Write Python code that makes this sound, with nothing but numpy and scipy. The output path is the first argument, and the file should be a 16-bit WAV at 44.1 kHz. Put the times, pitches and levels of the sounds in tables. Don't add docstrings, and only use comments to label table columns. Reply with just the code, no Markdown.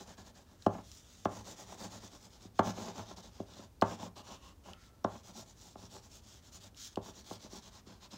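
import sys
import numpy as np
from scipy import signal
from scipy.fft import rfft, irfft, next_fast_len
from scipy.io import wavfile
from scipy.ndimage import uniform_filter1d

SR = 44100
rng = np.random.default_rng(int(sys.argv[2]) if len(sys.argv) > 2 else 0)


def pcm_store(signal):
    levels = np.round(np.clip(np.atleast_2d(signal), -1, 1) * 32767)
    wavfile.write(sys.argv[1], SR, levels.astype(np.int16).T)


N = 360297
TIME = np.arange(N) / SR


def amp(db):
    return 10 ** (np.asarray(db) / 20)


def unit(x):
    return x / np.sqrt(np.mean(x ** 2) + 1e-20)


def read(points, hz):
    f, value = np.transpose(points)
    return np.interp(np.log(hz + 1), np.log(f + 1), value)


def over_time(points):
    return np.interp(TIME, *np.transpose(points))


def add(mix, s, sound):
    part = mix[round(s * SR):][:len(sound)]
    part += sound[:len(part)]


def colour(x, points):
    size = next_fast_len(len(x))
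    gain = unit(amp(read(points, np.fft.rfftfreq(size, 1 / SR))))
    return irfft(rfft(x, size) * gain, size)[:len(x)]


def through(x, response):
    return signal.oaconvolve(x, response)[:N]


def lowpass(x, order, hz):
    return signal.sosfilt(signal.butter(order, hz, fs=SR, output="sos"), x)


def resonate(x, hz, width):
    return signal.lfilter(*signal.iirpeak(hz, hz / width, fs=SR), x)


def wander(hz):
    return unit(lowpass(rng.standard_normal(N), 2, hz))


# frequency in Hz, spectrum in dB per Hz (shape only).
AIR_SPECTRUM = [(15, -25), (28, -11), (45, 2.5), (65, 4.5), (110, 0.5), (140, -9), (230, -5.5),
                (330, -12.5), (800, -18.5), (2000, -31), (6000, -29.5), (10000, -36.5), (16000, -35.5)]
AIR_DB = -60.5


def still_air():
    return amp(AIR_DB) * colour(rng.standard_normal(N), AIR_SPECTRUM)


# frequency in Hz, time to fall by 60 dB in seconds.
ROOM_DECAY = [(100, 0.13), (260, 0.15), (700, 0.26), (1800, 0.25), (5000, 0.1)]


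def room(x, first_s=.008, size=20):
    taps = np.zeros(SR // 2)
    at = np.arange(0, len(taps) - size, size)
    taps[at + rng.integers(0, size, len(at))] = rng.choice([-1, 1], len(at))
    hz, t, z = signal.stft(taps, SR, nperseg=256)
    decay = amp(-60 * t / read(ROOM_DECAY, hz)[:, None])
    tail = signal.istft(z * decay, SR, nperseg=256)[1]
    return through(x, np.r_[np.zeros(round(first_s * SR)), tail / np.linalg.norm(tail)])


# frequency in Hz, width in Hz, level in dB, time to fall by 60 dB in seconds.
LIFT_BANDS = [(1330, 96, -65.5, 0.99), (1900, 1200, -70.5, 1)]
LIFT_S = 4.737


def lift_ring():
    t = np.maximum(TIME - LIFT_S, 0)
    out = np.zeros(N)
    for hz, width, db, t60 in LIFT_BANDS:
        band = resonate(resonate(rng.standard_normal(N), hz, width), hz, width)
        out += amp(db - 60 * t / t60) * unit(band)
    return out * (t > 0)


def speed(start, end, fastest):
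    span = slice(*np.searchsorted(TIME, [start, end]))
    peak = start + np.clip(fastest, 0, 1) * (end - start)
    return span, np.sin(np.pi / 2 * np.interp(TIME[span], [start, peak, end], [0, 1, 0]))


# start in seconds, end in seconds, paper hiss in dB (relative).
HAND_SLIDES = [(0.57, 0.693, -64.5), (0.786, 1.055, -60.5), (0.933, 1.323, -63.5), (2.536, 2.626, -60.5),
               (4.755, 4.916, -64), (6.748, 6.908, -51), (6.883, 6.952, -62.5)]


def slide_level(fastest=0.61):
    level = np.zeros(N)
    for start, end, db in HAND_SLIDES:
        span, v = speed(start, end, fastest)
        level[span] = np.hypot(level[span], amp(db) * v)
    return level


TIP_LIFTS = [0.161, 0.32, 0.587, 0.833, 2.49, 3.153, 3.69, 4.097, 4.54, 4.742, 6.697, 7.815, 8.082, 8.215]
HOP_S = .075


def hopped(start):
    return any(0 < start - s < HOP_S for s in TIP_LIFTS)


def snap(db, hz, length, width_hz=1900, pitched_db=1, size=1024):
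    noise, t = rng.standard_normal(size), np.arange(size) / SR
    pitched = unit(resonate(resonate(noise, hz, width_hz), hz, width_hz))
    burst = (colour(noise, FIBRE_SPECTRUM) + amp(pitched_db) * pitched) * np.exp(-t / length)
    return amp(db) * burst / np.linalg.norm(burst)


# time in seconds, strength in dB (relative), pitch of the snap in Hz.
SHEET_TICKS = [(0.623, -32, 4030), (0.916, -30, 6000), (0.972, -34, 5500), (1.249, -27, 5800),
               (2.589, -28, 4500), (3.814, -18.5, 4200), (4.734, -27.5, 2620), (5.0429, -27.5, 5560),
               (6.746, -40, 3500), (6.958, -25, 3550)]
TICK_S = 0.0017
CRACK_DB, CRACK_HARDNESS_HZ, CRACK_HZ, CRACK_S = -25, 1210, 2920, 0.0038
SCUFF_DB, SCUFF_AFTER_S, SCUFF_HZ, SCUFF_S = 18.5, .011, 4200, 0.008


def ticks():
    out = np.zeros(N)
    for s, db, hz in SHEET_TICKS:
        add(out, s, snap(db, hz, TICK_S))
    for s, db, hard_hz, _ in TIP_KNOCKS:
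        hardness = (hard_hz / CRACK_HARDNESS_HZ) ** 2
        add(out, s, hardness * snap(db + CRACK_DB, CRACK_HZ, CRACK_S))
    for start, db in TIP_STROKES:
        if hopped(start):
            add(out, start + SCUFF_AFTER_S, snap(db + SCUFF_DB, SCUFF_HZ, SCUFF_S))
    return out


# frequency in Hz, gain in dB (shape only).
TABLE_WAVE = [(30, -43), (60, -7), (105, -7), (140, -21), (190, -1), (370, 0), (440, -5.5), (520, -0.5),
              (800, 0), (950, 1), (1350, -3.5), (1900, -11.5), (3000, -13), (5000, -38.5)]
# frequency in Hz, level in dB against the wave, time to fall by 60 dB in seconds.
TABLE_MODES = [(103.4, -44.5, 0.33), (177.5, -44, 0.35), (226, -50, 0.12), (391, -36.5, 0.12),
               (464, -46.5, 0.16), (577, -38.5, 0.13), (661, -42.5, 0.18), (832.5, -30.5, 0.083),
               (1061, -37, 0.074), (1369, -40, 0.12), (1595, -49, 0.18), (1705, -48, 0.21)]


def tabletop(crossing_s, size=16384):
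    hz, t = abs(np.fft.fftfreq(size, 1 / SR)), np.arange(size) / SR
    half = size // 2 + 1
    log_gain = np.log(amp(read(TABLE_WAVE, hz)))
    causal = np.exp(np.conj(signal.hilbert(log_gain)))[:half]
    turns = 2 * crossing_s * np.sqrt(hz[:half] * 1000)
    wave = irfft(causal * np.exp(-2j * np.pi * turns))
    wave /= np.linalg.norm(wave)
    ring = 0
    for mode_hz, db, t60 in TABLE_MODES:
        turn = np.exp(2j * np.pi * mode_hz * t)
        in_step = np.exp(1j * np.angle(np.sum(wave / turn)))
        ring = ring + amp(db - 60 * t / t60) * (turn * in_step).real
    return wave, ring * (1 - np.exp(-(t / crossing_s) ** 2))


# time in seconds, strength in dB (relative), hardness of the contact in Hz,
# ring of the pencil's shaft in dB (relative).
TIP_KNOCKS = [(0.6634, 7, 874, -10), (1.254, .5, 1210, -9), (2.449, -16, 330, -10), (2.592, 5.5, 1360, 1),
              (3.3996, -6, 530, -12), (3.590, -18, 445, -11), (3.8215, 5.5, 1330, 1),
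              (5.0451, 0.5, 1150, -7), (5.755, -20, 980, -10), (5.83, -20.5, 300, -10),
              (6.9713, -3.5, 725, -4.5), (7.3101, -13.5, 895, 0.5), (7.442, -13.5, 250, -10),
              (7.528, -19, 430, -13), (7.867, -21, 350, -12)]
# time in seconds, lag in seconds.
EDGE_LAG = [(0, 0.0021), (2.6, 0.0021), (5, .0023), (7, 0.0015)]


def knocks(wave, ring, echo_db=-8, shaft_db=-21, shaft_hz=900, shaft_t60=0.04, size=512):
    pushes, echoes, to_shaft = np.zeros((3, N))
    for s, db, hard_hz, ring_db in TIP_KNOCKS:
        push = amp(db) * lowpass(signal.unit_impulse(size), 3, hard_hz)
        lag = np.interp(s, *np.transpose(EDGE_LAG))
        add(pushes, s, push)
        add(echoes, s + lag, -amp(echo_db) * push)
        add(to_shaft, s, amp(ring_db) * push)
    t = TIME[:len(ring)]
    shaft = amp(shaft_db - 60 * t / shaft_t60) * np.cos(2 * np.pi * shaft_hz * t)
    return through(pushes + echoes, wave) + through(pushes, ring) + through(to_shaft, shaft)


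# time in seconds, tabletop rumble over paper hiss in dB (before digs).
HAND_PRESSURE = [(0.0, 7), (0.45, 0.5), (0.75, 11), (1.5, 1), (1.85, 4.5), (2.3, -4.5), (2.68, 2),
                 (3.0, 3.5), (3.27, -2.5), (3.6, -1), (4.05, 4), (4.18, -1.5), (4.3, 4.5), (4.46, -6),
                 (4.7, 8.5), (5.35, -1.5), (5.65, -7.5), (5.83, 1.5), (6.0, -4.5), (6.3, -9), (7.05, 1),
                 (7.3, -7.5), (7.44, -3), (7.6, -10), (8.15, -4)]
DIG_DB, EASE_S = 6, 0.33


def pressure():
    weight = over_time(HAND_PRESSURE)
    for s, db, _, _ in TIP_KNOCKS:
        easing = np.exp(-abs(TIME - s) / EASE_S) * (TIME > s)
        weight += DIG_DB * np.sqrt(amp(db)) * easing
    return weight


# start in seconds, paper hiss in dB (relative).
TIP_STROKES = [(-0.053, -56.5), (0.048, -59.5), (0.168, -60.0), (0.242, -60.5), (0.34, -62), (0.44, -70),
               (0.679, -65), (1.283, -58), (1.44, -54), (1.55, -55.5), (1.653, -57), (1.77, -53.0),
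               (1.889, -55.5), (1.999, -56.5), (2.095, -58.5), (2.189, -59.5), (2.288, -62), (2.395, -59.5),
               (2.631, -49), (2.727, -51.0), (2.935, -52), (3.046, -55.5), (3.159, -54), (3.222, -56.5),
               (3.303, -61), (3.446, -57.5), (3.834, -54), (3.974, -54), (4.154, -55.5), (4.227, -57),
               (4.39, -60.5), (4.634, -59.5), (5.061, -61.5), (5.227, -58.0), (5.329, -55), (5.446, -63),
               (5.542, -60), (5.758, -61), (5.893, -57.5), (6.008, -62), (6.088, -59), (6.212, -60.5),
               (6.415, -62), (6.514, -56), (6.593, -58), (7.012, -56), (7.128, -57), (7.234, -54),
               (7.388, -56.5), (7.491, -53.5), (7.612, -55.5), (7.705, -56), (7.855, -60), (8.001, -55.5),
               (8.101, -54.5)]
# time in seconds, overlap in seconds.
TURN_OVERLAP = [(1.9, 0.0074), (2.3, 0.0082), (2.7, 0.0094), (5.5, 0.0033)]
FASTEST, FASTEST_AFTER_HOP = 0.55, .2
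HISS_POWER, RUMBLE_POWER = 0.85, 1.49


def stroke_levels():
    hiss, rumble = np.zeros((2, N))
    breaks = sorted([start for start, _ in TIP_STROKES] + list(TIP_LIFTS))
    for start, db in TIP_STROKES:
        end = next(s for s in breaks if s > start)
        rounding = np.interp(start, *np.transpose(TURN_OVERLAP))
        early, fastest = (0, FASTEST_AFTER_HOP) if hopped(start) else (rounding, FASTEST)
        late = rounding * (end not in TIP_LIFTS)
        span, v = speed(start - early, end + late, fastest)
        hiss[span] += (amp(db) * v ** HISS_POWER) ** 2
        rumble[span] += (amp(db) * v ** RUMBLE_POWER) ** 2
    return np.sqrt(hiss), np.sqrt(rumble) * amp(pressure())


TOOTH_PER_S = 9000


def fibres(spread_db):
    size = amp(spread_db * np.minimum(rng.exponential(1, N), 5))
    return unit(size * rng.choice([-1, 1], N) * (rng.random(N) < TOOTH_PER_S / SR))


# frequency in Hz, spectrum in dB per Hz (shape only).
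DRAG_SPECTRUM = [(50, -7), (105, 6), (200, 8), (350, -1), (800, -1.5), (1300, -6), (2000, -7), (3500, -3.5)]


def table_rumble(level, table, spread_db=4):
    jolts = colour(fibres(spread_db), DRAG_SPECTRUM)
    return through(jolts * level, table) / np.std(through(jolts, table))


# start in seconds, end in seconds, frequency in Hz, width in Hz, level in dB against the hiss.
SLACK_PARTS = [(0, 0.66, 1670, 140, -10), (1.3, 2.063, 1890, 250, -11.5), (2.7, 2.945, 920, 119, -14),
               (4.14, 4.55, 1070, 110, -3.5), (4.1, 4.73, 2840, 260, -6.5), (7.5, 8.068, 1016, 100, -11.5)]


def slack_sheet(level, spread_db=3):
    slips, out = fibres(spread_db), np.zeros(N)
    for start, end, hz, width, db in SLACK_PARTS:
        rubbed = slips * level * ((TIME > start) & (TIME < end))
        out += amp(db) * resonate(rubbed, hz, width) / np.sqrt(np.pi * width / SR)
    return out


def crumbs(level, per_s=70):
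    clicks = unit((rng.random(N) < per_s / SR).astype(float))
    return level * colour(clicks, FIBRE_SPECTRUM)


# frequency in Hz, spectrum in dB per Hz (shape only).
FIBRE_SPECTRUM = [(300, -37), (1200, -10.5), (2100, -13), (2700, -10.5), (3500, -3), (4500, -5),
                  (5800, -1.5), (7000, -3), (8000, -11), (9300, -18.5), (12000, -23.5), (15500, -19)]
# frequency in Hz, change in dB for each 10 dB of hiss.
FAST_STROKE_COLOUR = [(1500, -4), (3500, 1), (6000, 3.5), (9000, 3), (15000, 5)]
# time in seconds, extra treble in dB.
EDGE_KEENNESS = [(0, -1), (.5, 0.5), (.9, 5), (1.5, 0.5), (2.4, -1), (3, -7), (4.3, -4), (4.9, -1.5),
                 (5.6, 2.5), (6.7, 1), (7.3, -2), (8.1, -8.5)]


def paper_hiss(level, spread_db=3, patchy_db=2, usual_db=-58, keen_hz=8000):
    rubbing = colour(fibres(spread_db), FIBRE_SPECTRUM) * level
    hz, t, z = signal.stft(rubbing, SR, nperseg=256)
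    level_db = 20 * np.log10(np.interp(t, TIME, level) + 1e-9)
    effort = np.clip(level_db - usual_db, -20, 20) / 10
    patches = uniform_filter1d(rng.standard_normal(z.shape), size=2, axis=0)
    patches = unit(uniform_filter1d(patches, size=36, axis=1))
    edge = np.minimum(hz / keen_hz, 1)[:, None] ** 2 * np.interp(t, *np.transpose(EDGE_KEENNESS))
    brightness = read(FAST_STROKE_COLOUR, hz)[:, None] * effort
    z = z * amp(brightness + edge + patchy_db * patches)
    return signal.istft(z, SR, nperseg=256)[1][:N]


def scene(hiss_db=0.18, rumble_db=-0.12, knock_db=-1, tick_db=1.0, crumb_db=-14,
          grip_db=0.62, grip_hz=40, lumpy_db=2.5, lumpy_hz=30, table_room_db=-13, paper_room_db=-15):
    wave, ring = tabletop(crossing_s=.0028)
    tip, rumble = stroke_levels()
    hiss = np.hypot(tip, slide_level())
    grip = amp(grip_db * wander(grip_hz))
    lumps = amp(lumpy_db * wander(lumpy_hz))
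    paper = amp(hiss_db) * paper_hiss(hiss * grip) + slack_sheet(hiss * grip)
    paper += amp(crumb_db) * crumbs(hiss) + amp(tick_db) * ticks()
    wood = amp(rumble_db) * table_rumble(rumble * grip * lumps, wave + ring)
    wood += amp(knock_db) * knocks(wave, ring)
    echo = room(amp(table_room_db) * wood + amp(paper_room_db) * paper)
    return (paper + wood + lift_ring() + echo + still_air())[None]


EDGE_HZ = 15800


def record(dry, rumble_cut_hz=32):
    lean = signal.sosfilt(signal.butter(3, rumble_cut_hz, "high", fs=SR, output="sos"), dry)
    band_limit = signal.firwin(511, EDGE_HZ, window=("kaiser", 9), fs=SR)
    return signal.oaconvolve(lean, band_limit[None], "same")


dry = scene()
out = record(dry)
pcm_store(out)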